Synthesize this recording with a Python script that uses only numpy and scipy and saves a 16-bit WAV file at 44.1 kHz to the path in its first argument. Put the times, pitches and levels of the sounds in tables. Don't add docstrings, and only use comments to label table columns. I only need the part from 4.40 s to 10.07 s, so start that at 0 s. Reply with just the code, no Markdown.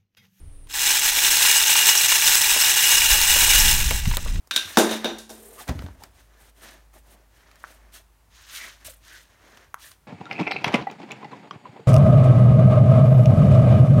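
import sys
import numpy as np
from scipy import signal
from scipy.fft import rfft, irfft, next_fast_len
from scipy.io import wavfile
from scipy.ndimage import map_coordinates

SR = 44100
rng = np.random.default_rng(int(sys.argv[2]) if len(sys.argv) > 2 else 0)


def master(y):
    cut = np.clip(np.atleast_2d(y).T, -1, 1)
    pcm = np.round(cut * 32767)
    wavfile.write(sys.argv[1], SR, pcm.astype(np.int16))


N = 250047

# t/s, metal ring/dB, desk thud/dB, scuff/dB, hardness/dB
BUMPS = [(0.1101, -16.5, -41, -32.5, 16.5), (0.1372, -34.5, -42.5, -34, 8), (0.1613, -9, -31, -16, 17.5),
         (0.175, -14.5, -45, -37, 10), (0.3715, -14, -3.5, -14, 10.5), (0.3842, -16, -10.5, -12.5, 6),
         (0.3963, -20, -9, -22, 11.5), (0.4922, -26, -29.5, -38, 10.5), (0.5101, -22.5, -22, -29.5, 3),
         (0.644, -18.5, -19, -34.5, 19), (0.6548, -20, -18.5, -46.5, 3.5), (0.784, -40, -39, -35, 2),
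         (0.8937, -45, -42, -40, 13), (0.901, -44.5, -35.5, -37, 5.5)]
# f/Hz, level/dB, t60/s
STAND_TONES = [(1480, -13, 0.2), (1581, -9, 0.34), (1552, -10.5, 0.36), (2194, -18.5, 0.2),
               (2745, -18.5, .33), (2770, -15.5, .3), (3370, -11.5, 0.13), (3686, -1.5, 0.18),
               (3633, -6, 0.22), (3744, -7, 0.31), (3750, -13, 0.13), (3950, -18.5, .27), (5990, -11, 0.29),
               (5700, -16.5, .45), (6770, -22, 0.39), (9050, -25.5, .33), (9500, -29.5, .33)]
DESK_TONES = [(220.6, -3, .68), (339.3, -3.5, 0.36), (447, -3, 0.17), (484, -1, 0.1), (632, 2, .19),
              (649, -2, 0.14), (768, -8, .24), (823, -11.5, 0.21), (890, -11, 0.33), (1258, -17.5, .25)]
# f/Hz, level/dB
STAND_SPECTRUM = [(600, -26.5), (1100, -8), (1400, -3.5), (1600, -0.5), (1950, -8), (2450, -4), (2800, 0.5),
                  (3200, -1), (3700, 8.5), (4200, -2), (4800, -8.5), (5950, -10), (6800, -15), (14000, -25)]
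DESK_SPECTRUM = [(120, -39.5), (160, -13), (200, -1), (270, 1.5), (330, 8), (450, 2.5), (720, -0.5),
                 (950, -2), (1200, -8), (1550, -8), (2000, -13), (2700, -17), (5000, -40)]
SCUFF_SPECTRUM = [(2500, -26), (4500, -1), (5700, 1), (7200, 0.5), (8200, -3.5), (9300, 0.5), (10500, -5),
                  (13000, -6.5), (16000, -14.5)]
CLATTER_FADE = [(200, 0.41), (1000, 0.38), (4000, 0.36), (9000, 0.33), (16000, 0.26)]
# t/s,
# rise/s, hold/s, release/s, level/dB, brightness step per layer/dB, middle layers' boost/dB
SWELLS = [(.11, 0.027, 0.29, .15, -50.5, 3, 4.5), (.44, 0.09, 0.012, 0.088, -38.5, -0.5, 3),
          (0.598, .05, 0.044, 0.15, -49.5, -4, 3.5), (.884, .022, 0.16, .31, -55.5, 2.2, -7),
          (1.072, .093, 0.023, .07, -53.5, 0, -7.5), (1.177, .02, 0.014, .08, -47.5, 2, -1.5),
          (1.271, .02, 0.0036, 0.054, -41, -6, 1), (1.307, 0.0335, 0.1, .2, -56.5, -3, -1),
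          (1.569, .06, .004, .09, -56.5, -1.4, -1.5), (1.71, .08, .009, .12, -63, -0.5, 1),
          (1.852, 0.089, .085, 0.063, -73, -5.5, 5.5), (1.963, .05, 0.086, 0.028, -64.5, 0.6, 0.5),
          (2.143, .044, 0.013, .03, -61.5, 0, -1), (2.198, .038, .052, 0.14, -54.5, -0.44, 3),
          (2.308, 0.029, .02, 0.13, -67.5, -6, 2), (2.525, .013, .045, 0.049, -59.5, 0, -4.5),
          (2.614, .117, 0.01, .03, -59, 0, -2.5), (2.736, .014, .058, .13, -71, -4.8, 0.5),
          (2.883, .076, 0.076, 0.038, -69.5, -1.3, 5), (3.014, .06, .08, 0.17, -70.5, -4.5, 6),
          (3.15, .13, 0.035, 0.118, -60, 0.5, 2), (3.345, 0.021, 0.24, .03, -72.5, -5.5, 3),
          (3.518, .038, .006, 0.06, -55.5, 5.5, 4.5), (3.892, 0.079, .13, .14, -67, 3, 10),
          (4.068, 0.1, .012, 0.094, -52.5, 5.5, 10), (4.188, .04, .05, 0.12, -54.5, 1.76, 8),
          (4.387, 0.026, .02, .06, -66, -1.8, 5), (4.445, .005, 0.021, .08, -49, 6, 1),
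          (4.6, .085, .095, .14, -61, 2, 7), (4.888, 0.0095, .05, 0.14, -73.5, -5, 7),
          (4.961, .09, 0.18, .1, -65, -4, 5), (5.376, 0.057, 0.035, .08, -59, 4.5, 5.5),
          (5.504, 0.01, 0.0081, .04, -62.5, 4.5, 3)]
# f/Hz, level/dB
PALM_SPECTRUM = [(100, -13), (200, -2), (340, 0.5), (490, -3), (620, 2.5), (900, -4), (1200, -8),
                 (2500, -41.5)]
SOLE_SPECTRUM = [(500, -35.5), (950, -5), (1300, -1.5), (1750, 2.5), (2100, -1.5), (2700, -10), (5000, -43)]
MESH_SPECTRUM = [(1700, -32), (2200, -8.5), (2600, -4), (3000, -3), (4000, -4), (4800, -7), (6400, -5),
                 (7500, -12.5), (12000, -39)]
SKIN_SPECTRUM = [(4000, -26.5), (7000, -6), (9000, 1.5), (11000, -5), (13200, -1.5), (16000, -10)]
SOLE_THUMPS = [(0.254, -41, 95), (0.3723, -32, 78.2), (1.292, -17, 78.4), (1.3077, -15, 74),
               (1.3528, -23.5, 85.2), (1.393, -24, 75.3), (1.4398, -23.5, 84.7), (4.459, -45, 83)]
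THUMP_TONES = [(1, 0, .13), (1.5, -2.5, .05), (2.1, -9, .07), (3.3, -11, .11)]
CUSHION_POPS = [(3.2399, -21.5, 1380, 0.00078, -45), (3.246, -29.5, 1446, 0.00074, -45),
                (5.3424, -19, 1244, 0.001, -7.5)]
CRACK_SPECTRUM = [(1200, -16.5), (2300, 9), (3500, -7), (6500, 2), (11500, 0), (16000, -7)]
# t/s, level/dB, bass over middle/dB, treble over middle/dB
SMALL_TAPS = [(0.0732, -58.5, 16, 20), (1.279, -30, -15, 2), (1.2884, -24, 0.5, -6), (1.2925, -24, 7.5, -2),
              (1.3914, -27, -4, -12.5), (1.4217, -36.5, 10, -3.5), (1.4636, -34, 4.5, -23),
              (1.4855, -45.5, 14, -17.5), (1.6367, -31.5, -2.5, 2.5), (2.5390, -47, 3, -8),
              (3.1138, -40, -17, -6), (3.1567, -45, -19, 2), (4.5355, -42.5, -14, -5),
              (5.1724, -35.5, -22, -6), (5.5153, -35.5, -24, -2.5)]
TAP_SPECTRUM = [(100, -12.5), (300, -6), (850, -4), (1900, -3), (3000, -7.5), (7000, -13), (16000, -17)]
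# t/s, length/s, level/dB, f/Hz, pitch spread/Hz
RUBBER_SQUEAKS = [(0.859, 0.43, -53, 445, 120.7), (1.164, 0.057, -45.5, 1143, 302),
                  (1.192, 0.044, -43, 800, 160), (1.618, 0.014, -42.5, 850, 90),
                  (4.123, 0.2, -43, 2110, 520), (4.479, 0.014, -42.5, 620, 60),
                  (4.486, 0.042, -57.5, 520, 69.6), (4.631, 0.22, -51.5, 1720, 559),
                  (5.41, 0.1, -52.5, 1800, 381)]
ECHO_FADE = [(100, 0.82), (1200, 0.28), (5000, 0.12), (15000, 0.1)]
AIR_SPECTRUM = [(20, -13), (35, -5), (55, 6), (80, 6), (130, -1.5), (220, -8.5), (500, -11.5), (900, -9.5),
                (2000, -15.5), (4000, -21), (13000, -22.5), (16000, -25)]
HUM_LEVELS = [(0, -64.5), (.7, -65), (1.3, -58.5), (2.1, -58), (2.65, -55), (3.02, -62), (3.45, -55),
              (3.85, -63.5), (4.5, -57.5), (5.3, -69), (5.67, -70)]


def stand_bumps(level_db, scuff_burst_t60):
    out, t = np.zeros(N), np.arange(SR) / SR
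    for start, ring_db, thud_db, scuff_db, hard_db in BUMPS:
        metal = blow(STAND_TONES, STAND_SPECTRUM, tones_db=2.0, hardness_db=hard_db,
                     contact_t60=0.032, scatter_db=2, head_samples=441)
        wood = blow(DESK_TONES, DESK_SPECTRUM, tones_db=-1, hardness_db=hard_db + 1.5,
                    contact_t60=0.035, scatter_db=1, head_samples=660)
        scuff = fade_by_pitch(coloured(rng.standard_normal(SR), SCUFF_SPECTRUM), CLATTER_FADE)
        scuff *= 1 + amp(hard_db - 5.5 - 60 * t / scuff_burst_t60)
        scuff /= np.std(scuff[:SR // 100])
        bump = amp(ring_db) * metal + amp(thud_db) * wood + amp(scuff_db) * scuff
        add(out, start, amp(level_db) * bump)
    return signal.sosfilt(signal.butter(8, 178, 'high', fs=SR, output='sos'), out)


def blow(tones, spectrum, tones_db, hardness_db, contact_t60, scatter_db, head_samples):
    t = np.arange(SR) / SR
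    hz, db, t60 = np.transpose(tones)[:, :, None]
    strength = amp(tones_db + db + scatter_db * rng.standard_normal(hz.shape) - 60 * t / t60)
    ring = np.sum(strength * np.sin(2 * np.pi * (hz * t + rng.random(hz.shape))), axis=0)
    clatter = fade_by_pitch(coloured(rng.standard_normal(SR), spectrum), CLATTER_FADE)
    contact = coloured(rng.standard_normal(SR), spectrum) * amp(hardness_db - 60 * t / contact_t60)
    hit = (ring + clatter + contact) * (1 - np.exp(-t / 0.00046))
    return hit / np.std(hit[:head_samples])


def rubbing_and_wash(release_drop_db):
    t, power = np.arange(N) / SR, np.zeros((4, N))
    tilt = np.arange(4) - 3 / 2
    middle = np.array([0, 1, 1, 0])
    for start, rise, hold, release, db, bright_db, middle_db in SWELLS:
        swell = np.clip((t - start) / rise, 0, 1)
        fade = amp(-release_drop_db * np.clip((t - start - rise - hold) / release, 0, 10))
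        layer_gains = amp(db + bright_db * tilt + middle_db * middle)
        power += (layer_gains[:, None] * swell * fade) ** 2
    palm, sole, mesh, skin = np.sqrt(power)
    return (palm * friction(PALM_SPECTRUM, grain_db=-7.5, grains_per_s=190, flutter_db=1.3)
            + sole * friction(SOLE_SPECTRUM, grain_db=-4, grains_per_s=500, flutter_db=1.2)
            + mesh * friction(MESH_SPECTRUM, grain_db=-4.5, grains_per_s=900, flutter_db=1.0)
            + skin * friction(SKIN_SPECTRUM, grain_db=-4.5, grains_per_s=3900, flutter_db=2.5))


def friction(spectrum, grain_db, grains_per_s, flutter_db):
    slips = (rng.random(N) < grains_per_s / SR) * rng.standard_normal(N)
    rush = rng.standard_normal(N) + amp(grain_db) * unit(slips)
    return unit(coloured(rush, spectrum) * amp(flutter_db * wobble(90)))


def sole_thumps(rise_cycles):
    out, t = np.zeros(N), np.arange(SR // 2) / SR
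    for start, db, hz in SOLE_THUMPS:
        swing = sum(np.sin(2 * np.pi * multiple * hz * t) * amp(tone_db - 60 * t / t60)
                    for multiple, tone_db, t60 in THUMP_TONES)
        add(out, start, -amp(db) * swing * (1 - np.exp(-t * hz / rise_cycles)))
    return out


def cushion_pops(sharpness, crack_t60):
    out, t = np.zeros(N), np.arange(SR // 20) / SR
    for start, db, hz, swell, crack_db in CUSHION_POPS:
        bulge = (t / swell * np.exp(1 - t / swell)) ** sharpness
        crack = coloured(rng.standard_normal(len(t)), CRACK_SPECTRUM) * amp(crack_db - 60 * t / crack_t60)
        add(out, start, amp(db) * bulge * np.sin(2 * np.pi * hz * t))
        add(out, start + swell, amp(db) * crack)
    return out


def small_taps(level_db, t60, tail_db, tail_t60):
    out, t = np.zeros(N), np.arange(SR // 5) / SR
    for start, db, bass_db, treble_db in SMALL_TAPS:
        fade = amp(-60 * t / t60) + amp(tail_db - 60 * t / tail_t60)
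        hit = coloured(rng.standard_normal(len(t)), TAP_SPECTRUM) * fade
        add(out, start, amp(db + level_db) * tap_softness(hit, bass_db, treble_db))
    return out


def tap_softness(hit, bass_db, treble_db, low_hz=1100, high_hz=5000, head_samples=220):
    bands = [(low_hz, 'low', bass_db), ((low_hz, high_hz), 'band', 0), (high_hz, 'high', treble_db)]
    out = np.zeros(len(hit))
    for edge, kind, band_db in bands:
        part = signal.sosfilt(signal.butter(4, edge, kind, fs=SR, output='sos'), hit)
        out += amp(band_db) * part / np.std(part[:head_samples])
    return out


def rubber_squeaks():
    out = np.zeros(N)
    for start, length, db, hz, spread_hz in RUBBER_SQUEAKS:
        n = int(length * SR)
        phase = 2 * np.pi * hz * np.arange(n) / SR
        slipping = wobble(spread_hz)[:n] * np.sin(phase) + wobble(spread_hz)[:n] * np.cos(phase)
        add(out, start, amp(db) * np.hanning(n) * unit(slipping))
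    return out


def room_echo(x, delay_s):
    tail = fade_by_pitch(rng.standard_normal(SR // 2), ECHO_FADE)
    tail[:int(delay_s * SR)] = 0
    return signal.fftconvolve(x, tail / np.linalg.norm(tail))[:N]


def background(air_db, hum_boost_db, hum_hz):
    t = np.arange(N) / SR
    hum = np.sin(2 * np.pi * hum_hz * t + 0.43 * wobble(3.9)) * amp(1.1 * wobble(4))
    hum_db = hum_boost_db + np.interp(t, *np.transpose(HUM_LEVELS))
    air = coloured(rng.standard_normal(N), AIR_SPECTRUM)
    return amp(air_db) * air + amp(hum_db) * unit(hum)


def amp(db):
    return 10 ** (np.asarray(db) / 20)


def unit(x):
    return x / np.sqrt(np.mean(x ** 2) + 1e-20)


def value_at(table, hz):
    freqs, values = np.transpose(table)
    return np.interp(np.log(hz + 1), np.log(freqs + 1), values)


def wobble(rate):
    return map_coordinates(rng.standard_normal(int(N * rate / SR) + 4), [np.arange(N) * rate / SR])


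def filtered(x, response):
    size = next_fast_len(len(x) + 8192)
    return irfft(rfft(x, size) * response(np.fft.rfftfreq(size, 1 / SR)), size)[:len(x)]


def coloured(x, spectrum):
    return unit(filtered(x, lambda hz: amp(value_at(spectrum, hz))))


def fade_by_pitch(x, fades):
    hz, t, slices = signal.stft(x, SR, nperseg=256)
    fade = amp(-60 * t / value_at(fades, hz)[:, None])
    return signal.istft(slices * fade, SR, nperseg=256)[1][:len(x)]


def add(track, start, sound):
    part = track[max(round(start * SR), 0):][:len(sound)]
    part += sound[:len(part)]


def scene():
    stand = stand_bumps(level_db=-7.0, scuff_burst_t60=0.037)
    shoe = small_taps(level_db=-14.5, t60=0.014, tail_db=-18.5, tail_t60=0.11) + rubber_squeaks()
    shoe += sole_thumps(rise_cycles=0.21) + cushion_pops(sharpness=3.4, crack_t60=0.0055)
    echo = amp(-17) * room_echo(shoe, delay_s=0.0014)
    swells = rubbing_and_wash(release_drop_db=20)
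    return (stand + shoe + echo + swells + background(air_db=-63, hum_boost_db=1, hum_hz=52.2))[None]


def record(dry, low_hz=30, top_hz=15900):
    heard = signal.sosfilt(signal.butter(2, low_hz, 'high', fs=SR, output='sos'), dry[0])
    rounded = heard / (1 + np.abs(heard) ** 6) ** (1 / 6)
    return filtered(rounded, lambda hz: hz < top_hz)[None]


dry = scene()
out = record(dry)
master(out)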